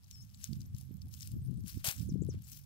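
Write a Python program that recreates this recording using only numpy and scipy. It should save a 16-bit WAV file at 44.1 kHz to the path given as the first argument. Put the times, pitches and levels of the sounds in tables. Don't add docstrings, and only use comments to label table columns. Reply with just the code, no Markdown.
import sys
import numpy as np
from scipy import signal
from scipy.fft import rfft, irfft, next_fast_len
from scipy.io import wavfile
from scipy.ndimage import uniform_filter1d

SR = 44100
rng = np.random.default_rng(int(sys.argv[2]) if len(sys.argv) > 2 else 0)


def int16_out(signal):
    q = np.round(np.clip(np.atleast_2d(signal).T, -1, 1) * 32767)
    wavfile.write(sys.argv[1], SR, q.astype(np.int16))


N = 116865
T = np.arange(N) / SR
SIZE = next_fast_len(N)

# (start [s], rise [s], hold [s], fall time constant [s], level [dB], treble tilt [dB per octave])
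HAND_STROKES = [(0.07, 0.015, 0.014, 0.3, -62, -0.5), (0.349, 0.067, 0.048, 0.074, -55, -1),
                (0.734, 0.021, 0.066, 0.043, -63.5, 1.5), (1.096, 0.036, 0.16, 0.04, -54, 1),
                (1.631, 0.062, 0.013, 0.054, -43, -0.03), (1.789, 0.016, 0.0087, 0.018, -56, -7),
                (1.926, 0.022, 0.074, 0.036, -51, 0), (2.292, 0.029, 0.017, 0.044, -61.5, -6),
                (2.384, 0.11, 0.093, 0.033, -52, 1.2)]
# (frequency [Hz], gain [dB])
SOIL_COLOUR = [(300, -42), (800, -22.5), (1500, -8), (2500, -5), (4000, -4), (5500, 2), (8000, -4),
               (12000, -1), (15500, -0.5)]
TRICKLE_DB, TRICKLE_PER_S, TRICKLE_SPREAD_DB = -70, 130, 6.5

GRAINS_PER_S, GRAIN_SPREAD_DB, GRAIN_CYCLES = 3400, 2, 6.9
CLUMP_DB, CLUMP_S = 2.7, 0.0083
GRAIN_HZ = 500 * 2 ** np.arange(0, 5.1, .5)
SNAP_DAMP_S, SNAP_DB, SNAP_SHARE, SNAP_SPREAD_DB = .00035, 1.5, .45, 4.5
PINGS_PER_S, PING_RING_S, PING_SPREAD_DB, PING_DB = 800, .0018, 3.6, -4

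# (frequency [Hz], gain [dB])
HANDFUL_COLOUR = [(300, -12), (480, -13.5), (700, -5), (950, -9.5), (1500, -4.5), (2300, -2.5),
                  (4500, -3.5), (8000, -3), (15500, -1.5)]
THROW_S, THROW_RISE_S, THROW_HOLD_S, THROW_FALL_S = 1.8422, 0.00073, 0.052, 0.023
THROW_DB, THROW_PER_S = -31, 7600

# (start [s], level before trim and colour [dB], ring pitch [Hz], relative setting of the crack [dB])
CRUMB_SNAPS = [(.0345, -44, 5200, -14), (0.043, -40, 5300, -16), (.112, -27.5, 6400, 5),
               (.301, -43, 5540, -12), (0.341, -45, 5000, -5), (0.346, -34, 4340, -11),
               (.4421, -15, 6240, 6), (0.474, -35.5, 5500, -11), (.532, -27.5, 4860, -3),
               (.607, -33.5, 6200, -27), (.617, -32, 4950, -23), (0.6593, -41.5, 6040, -6),
               (.748, -36, 5740, -11), (.766, -38, 7300, 8), (0.7842, -28.5, 10700, -12),
               (.812, -30.5, 10500, 2), (1.0187, -32.5, 4960, -17), (1.071, -53, 10400, 20),
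               (1.13, -48, 7100, 2), (1.14, -30.5, 6900, 8), (1.201, -31, 9000, 5), (1.208, -30, 6750, 12),
               (1.222, -25.5, 7600, -7), (1.23, -24.5, 5560, 0), (1.2605, -50, 13000, -2),
               (1.2745, -25, 9100, 6), (1.3177, -32, 10000, 1), (1.474, -48, 5500, 2),
               (1.5105, -42, 10400, -5), (1.542, -42.5, 11000, 3), (1.576, -43.5, 10000, 0),
               (1.662, -34, 2900, -12), (1.681, -23.5, 10600, 6), (1.847, -13, 9200, -3),
               (1.8487, -27, 10000, -4), (1.865, -16, 5430, -8), (1.888, -12.5, 5000, -11),
               (1.913, -17, 6000, -3), (1.964, -32, 7400, 7), (2.3385, -42, 6100, 11),
               (2.4215, -34, 12000, -14), (2.471, -39.5, 7060, 3)]
# (frequency [Hz], gain [dB])
CRUMB_BODY = [(400, -6.5), (1000, -12), (2000, -4), (4000, 0.5), (15500, -3.5)]
CRUMB_RING_S, CRUMB_CRACK_S, CRUMB_CRUNCH_S = 0.00032, 0.00018, 0.0041
DUST_FALL_S, DUST_DB, CRUMB_TRIM_DB = 0.0064, -17.5, -4.5

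# (start [s], level [dB], pitch [Hz], fall time constant [s])
CLOD_KNOCKS = [(.036, -69, 900, .006), (.655, -74, 700, .012), (.811, -67, 750, .007),
               (1.068, -64, 750, 0.0059), (1.849, -42, 690, .009), (2.468, -68.5, 800, 0.0068)]

# (frequency [Hz], gain [dB])
FAR_PORT_SHADING = [(600, -1.5), (1300, 5.5), (2200, 7.5), (4400, -4.5), (8000, -2.5), (15000, -4.5)]
SOIL_RIGHT_DB, SOIL_LAG_S, SOIL_DIFFUSE, SOIL_SCATTER_S = -8.5, .00026, 1, 0.0056

# (share of the note [0 to 1], pitch before the note's factor [Hz], level [dB])
SLUR = [(0, 11800, -28), (0.199, 11330, -8.5), (0.378, 8800, -13), (.52, 6750, -4), (.68, 6020, -2.5),
        (0.999, 4890, -22.5)]
CHIP = [(0, 5600, -27), (.25, 7120, 0), (.6, 8300, -5), (1, 8000, -35)]
WHISTLE = [(0, 5830, -8), (.2, 5520, -4), (.45, 5380, -3), (.75, 5400, -3.5), (.9, 5520, -6), (1, 5780, -8)]
TSIP = [(0, 11300, -6), (.25, 12100, -7), (.6, 11930, -9.5), (1, 11800, -20)]
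FALL = [(0, 13400, -12), (.4, 12840, -3), (1, 11900, -16)]
RISE = [(0, 7700, -2), (0.301, 8600, -13), (0.699, 9200, 0), (1, 10100, -7)]
# (start [s], length [s], pitch factor [ratio], level added to the shape [dB], shape [table])
BIRD_NOTES = [(0.111, .12, 0.98, -62, WHISTLE), (0.137, 0.016, 1, -66, CHIP),
              (0.197, 0.044, 0.99, -63.5, SLUR), (0.341, 0.018, 0.98, -64, CHIP),
              (.396, .048, .98, -62, SLUR), (.568, 0.014, 1.01, -64, FALL), (.657, .02, 1, -63.5, FALL),
              (.85, .018, 0.96, -67, TSIP), (0.912, 0.071, 1, -66, TSIP), (1.077, 0.033, .95, -64, TSIP),
              (1.325, .03, 1.03, -63, TSIP), (1.353, .05, 1.08, -66, TSIP),
              (1.416, 0.058, 1.04, -68.5, RISE), (1.434, 0.013, .94, -66, FALL),
              (1.462, .03, 1.04, -67, TSIP), (1.559, 0.046, 0.98, -74, RISE), (1.599, .03, 1.05, -67, TSIP),
              (2.073, 0.038, 0.94, -57.5, SLUR), (2.216, 0.017, 0.96, -60, CHIP),
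              (2.272, 0.049, 0.94, -58, SLUR), (2.436, 0.017, 1, -61.5, CHIP), (2.489, 0.057, 1, -59, SLUR)]
BIRD_GLIDE_S = 0.0027
BIRD_PAN_DB, TREES_DB, TREES_FALL_S = 4.5, 5, 0.0092

# (time [s], level before trim [dB])
LEFT_BREEZE = [(0, -64.5), (.22, -53), (.31, -61), (.43, -51.5), (.47, -76), (.59, -41.5), (.68, -51),
               (.74, -44.5), (.8, -59.5), (1.02, -57), (1.06, -40.5), (1.1, -62), (1.3, -47.5),
               (1.34, -36.5), (1.44, -43), (1.5, -36), (1.66, -42), (1.71, -56.5), (1.77, -47), (1.97, -61),
               (2.15, -35.5), (2.29, -35), (2.33, -43), (2.38, -39), (2.43, -53.5), (2.65, -64)]
RIGHT_BREEZE = [(0, -62.5), (.23, -50.5), (.3, -55), (.46, -55.5), (.51, -36.5), (.63, -49), (.92, -45.5),
                (1.14, -47.5), (1.22, -51), (1.26, -47), (1.44, -41.5), (1.52, -62), (1.57, -43),
                (1.7, -58.5), (1.77, -35.5), (1.83, -60), (1.93, -56.5), (2.0, -37), (2.1, -38),
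                (2.16, -52), (2.34, -42), (2.44, -54.5), (2.65, -52)]
# (frequency [Hz], gain [dB])
WIND_COLOUR = [(20, -41.5), (35, -30.5), (55, -14), (85, -0.5), (125, -1), (200, -8.5), (300, -22.5),
               (450, -38), (700, -52), (1200, -63)]
WIND_REF_DB, WIND_BRIGHTEN, WIND_TRIM_DB = -34.5, 0.25, -1
# (centre [s], length [s], pitch [Hz], level before sharing [dB], place [0 left to 1 right])
PORT_EDDIES = [(.495, .006, 203, -34, 0.93), (0.513, 0.0044, 157, -28, .97),
               (.531, 0.0039, 230, -33.5, 0.9), (0.568, 0.0047, 166, -33, 0.89),
               (.748, 0.0064, 113, -26.5, 0.12), (0.911, 0.0028, 237, -35, 0.89),
               (.954, 0.0059, 178, -35.5, 0.85), (1.367, 0.0045, 243, -33, 1),
               (1.485, 0.017, 124, -29, .03), (1.644, 0.0053, 184, -31, .03), (1.775, 0.0031, 256, -33, 1),
               (1.885, .006, 123, -28, 1), (2.005, 0.01, 105, -24.5, 0.97), (2.092, 0.0028, 290, -31, 1),
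               (2.123, 0.0044, 190, -22, 0.57), (2.143, 0.0047, 153, -23.5, .03),
               (2.158, 0.0025, 270, -25, 0.04), (2.21, 0.0072, 164, -26, .03),
               (2.222, 0.0024, 297, -25, 0.068), (2.29, 0.0023, 352, -26, 0.042),
               (2.345, 0.0021, 310, -37, 1), (2.358, 0.0051, 131, -31, .95)]

# (frequency [Hz], gain [dB])
AIR_COLOUR = [(300, 0), (600, -0.5), (1200, 0.5), (2000, -4), (4000, -1), (7000, -4), (15000, -5.5)]
AIR_DB = -75.5
TOP_HZ = 15700


def raking():
    trickle = grains(TRICKLE_PER_S, TRICKLE_SPREAD_DB, CLUMP_DB)
    out = amp(TRICKLE_DB) * unit(colour(trickle, SOIL_COLOUR))
    stream = grains(GRAINS_PER_S, GRAIN_SPREAD_DB, CLUMP_DB)
    for start, rise, hold, fall, db, tilt in HAND_STROKES:
        stroke = unit(colour(stream, SOIL_COLOUR, tilt))
        out = out + amp(db) * envelope(start, rise, hold, fall) * stroke
    return out


def handful():
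    spray = unit(colour(grains(THROW_PER_S, spread_db=5.0, clump_db=1.2), HANDFUL_COLOUR))
    return amp(THROW_DB) * spray * envelope(THROW_S, THROW_RISE_S, THROW_HOLD_S, THROW_FALL_S)


def crumbs():
    out = np.zeros(N)
    noise = unit(colour(rng.standard_normal(N), SOIL_COLOUR))
    for start, db, hz, crack_db in CRUMB_SNAPS:
        near = abs(T - start) < .05
        u = T[near] - start
        age = np.maximum(u, 0)
        attack = 1 - np.exp(-age * hz)
        ring = np.sin(2 * np.pi * hz * age) * attack * np.exp(-age / CRUMB_RING_S)
        crack = amp(crack_db) * (u > 0) * np.exp(-age / CRUMB_CRACK_S)
        dust = amp(DUST_DB) * np.exp(np.minimum(u / CRUMB_CRUNCH_S, -age / DUST_FALL_S))
        out[near] += amp(db + CRUMB_TRIM_DB) * (2 * ring + noise[near] * (.5 * crack + dust))
    return colour(out, CRUMB_BODY)


def clods():
    out = np.zeros(N)
    for start, db, hz, fall in CLOD_KNOCKS:
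        age = np.maximum(T - start, 0)
        crumble = unit(band(rng.standard_normal(N), hz))
        knock = np.sin(2 * np.pi * hz * age) + .5 * crumble
        out += amp(db) * knock * (1 - np.exp(-age * hz)) * np.exp(-age / fall)
    return out


def impacts(per_s, spread_db):
    hits = rng.random(N) < per_s / SR
    size = np.minimum(rng.exponential(size=N), 4.5)
    return hits * amp(spread_db * size) ** 2


def grains(per_s, spread_db, clump_db):
    broad = impacts(per_s, spread_db)
    rustle = np.zeros(N)
    for hz in GRAIN_HZ:
        energy = impacts(per_s, spread_db) + broad
        rustle += np.sqrt(hz) * rattle(energy, hz, GRAIN_CYCLES / hz)
    keep = np.exp(-2 / (SNAP_DAMP_S * SR))
    snap_hits = impacts(SNAP_SHARE * per_s, SNAP_SPREAD_DB) + 1e-18
    snaps = rng.standard_normal(N) * np.sqrt(signal.lfilter([1], [1, -keep], snap_hits))
    out = unit(rustle) + amp(SNAP_DB) * unit(snaps) + amp(PING_DB) * unit(pings())
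    clumps = np.interp(T / CLUMP_S, np.arange(N), rng.standard_normal(N))
    return out * amp(clump_db * clumps)


def rattle(energy, hz, fall_s):
    keep = np.exp(-2 / (fall_s * SR))
    level = np.sqrt(signal.lfilter([1 - keep], [1, -keep], energy + 1e-18))
    return level * unit(band(rng.standard_normal(N), hz))


def pings():
    out, age = np.zeros(N + SR // 30), T[:SR // 30]
    for place, pitch, size in rng.random((int(PINGS_PER_S * N / SR), 3)):
        hz = 1500 + 14000 * pitch
        first = int(place * N)
        level = amp(-PING_SPREAD_DB * np.log(size + 0.05))
        ring = np.sin(2 * np.pi * hz * age) * np.exp(-age / PING_RING_S)
        out[first:first + len(age)] += level * ring
    return out[:N]


def from_left(x):
    scattered = np.zeros(N)
    for hz in GRAIN_HZ:
        scattered += rattle(band(x, hz) ** 2, hz, SOIL_SCATTER_S) * min(hz / 4000, 1)
    right = np.roll(x, round(SOIL_LAG_S * SR)) + SOIL_DIFFUSE * scattered
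    right = colour(right, FAR_PORT_SHADING) / np.hypot(1, SOIL_DIFFUSE)
    return np.array([x, amp(SOIL_RIGHT_DB) * right])


def birds():
    song = np.zeros(N)
    for start, length, factor, db, shape in BIRD_NOTES:
        share, hz, level_db = np.array(shape).T
        u = (T - start) / length
        gate = np.clip(10 * np.minimum(u, 1 - u), 0, 1)
        pitch = uniform_filter1d(factor * np.interp(u, share, hz), 1 + int(BIRD_GLIDE_S * SR))
        tone = np.sin(2 * np.pi * np.cumsum(pitch) / SR)
        song += gate * amp(db + np.interp(u, share, level_db)) * tone
    ports = []
    for side in (1, -1):
        echo = amp(TREES_DB) * tail(song, TREES_FALL_S)
        ports.append(amp(side * BIRD_PAN_DB / 2) * (song + echo))
    return np.array(ports)


def tail(x, fall_s):
    h = rng.standard_normal(SR // 4) * np.exp(-T[:SR // 4] / fall_s)
    return signal.fftconvolve(x, h / np.linalg.norm(h))[:N]


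def breeze(strength):
    db = np.interp(T, *np.array(strength).T)
    noise = colour(rng.standard_normal(N), WIND_COLOUR)
    noise = noise / np.sqrt(uniform_filter1d(noise ** 2, SR // 30))
    pivot_hz = 110
    out = np.zeros(N)
    for octave in np.arange(-2.5, 3.6, .5):
        tilt = amp(WIND_BRIGHTEN * octave * (db - WIND_REF_DB))
        out += band(noise, pivot_hz * 2 ** octave) * tilt
    return amp(db + WIND_TRIM_DB) * out


def eddies():
    out = np.zeros((2, N))
    for centre, length, hz, db, place in PORT_EDDIES:
        u = T - centre
        wobble = np.sin(2 * np.pi * (hz * u + rng.random()))
        puff = amp(db) * wobble / np.cosh(np.clip(2 * u / length, -20, 20))
        out += np.outer([1 - place, place], puff)
    return out


def air():
    return np.array([amp(AIR_DB) * unit(colour(rng.standard_normal(N), AIR_COLOUR)) for _ in range(2)])


def amp(db):
    return 10 ** (np.asarray(db) / 20)


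def unit(x):
    return x / np.sqrt(np.mean(x ** 2))


def colour(x, points, tilt_db=0):
    octave = np.log2(np.fft.rfftfreq(SIZE, 1 / SR) + 1)
    hz, db = np.array(points).T
    gain_db = np.interp(octave, np.log2(hz), db) + tilt_db * (octave - octave.mean())
    return irfft(rfft(x, SIZE) * amp(gain_db), SIZE)[:N]


def band(x, hz):
    octave = np.log2(np.fft.rfftfreq(SIZE, 1 / SR) / hz + 1e-9)
    return irfft(rfft(x, SIZE) * np.sqrt(np.maximum(1 - 2 * abs(octave), 0)), SIZE)[:N]


def envelope(start, rise, hold, fall):
    swell = np.clip((T - start) / rise, 0, 1) ** 1.94
    return swell * np.exp(-np.maximum(T - start - rise - hold, 0) / fall)


def scene():
    soil = from_left(raking() + handful() + crumbs() + clods())
    wind = np.array([breeze(LEFT_BREEZE), breeze(RIGHT_BREEZE)]) + eddies()
    return soil + birds() + wind + air()


def record(dry):
    return signal.sosfilt(signal.ellip(10, .2, 70, TOP_HZ, fs=SR, output="sos"), dry)


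dry = scene()
out = record(dry)
int16_out(out)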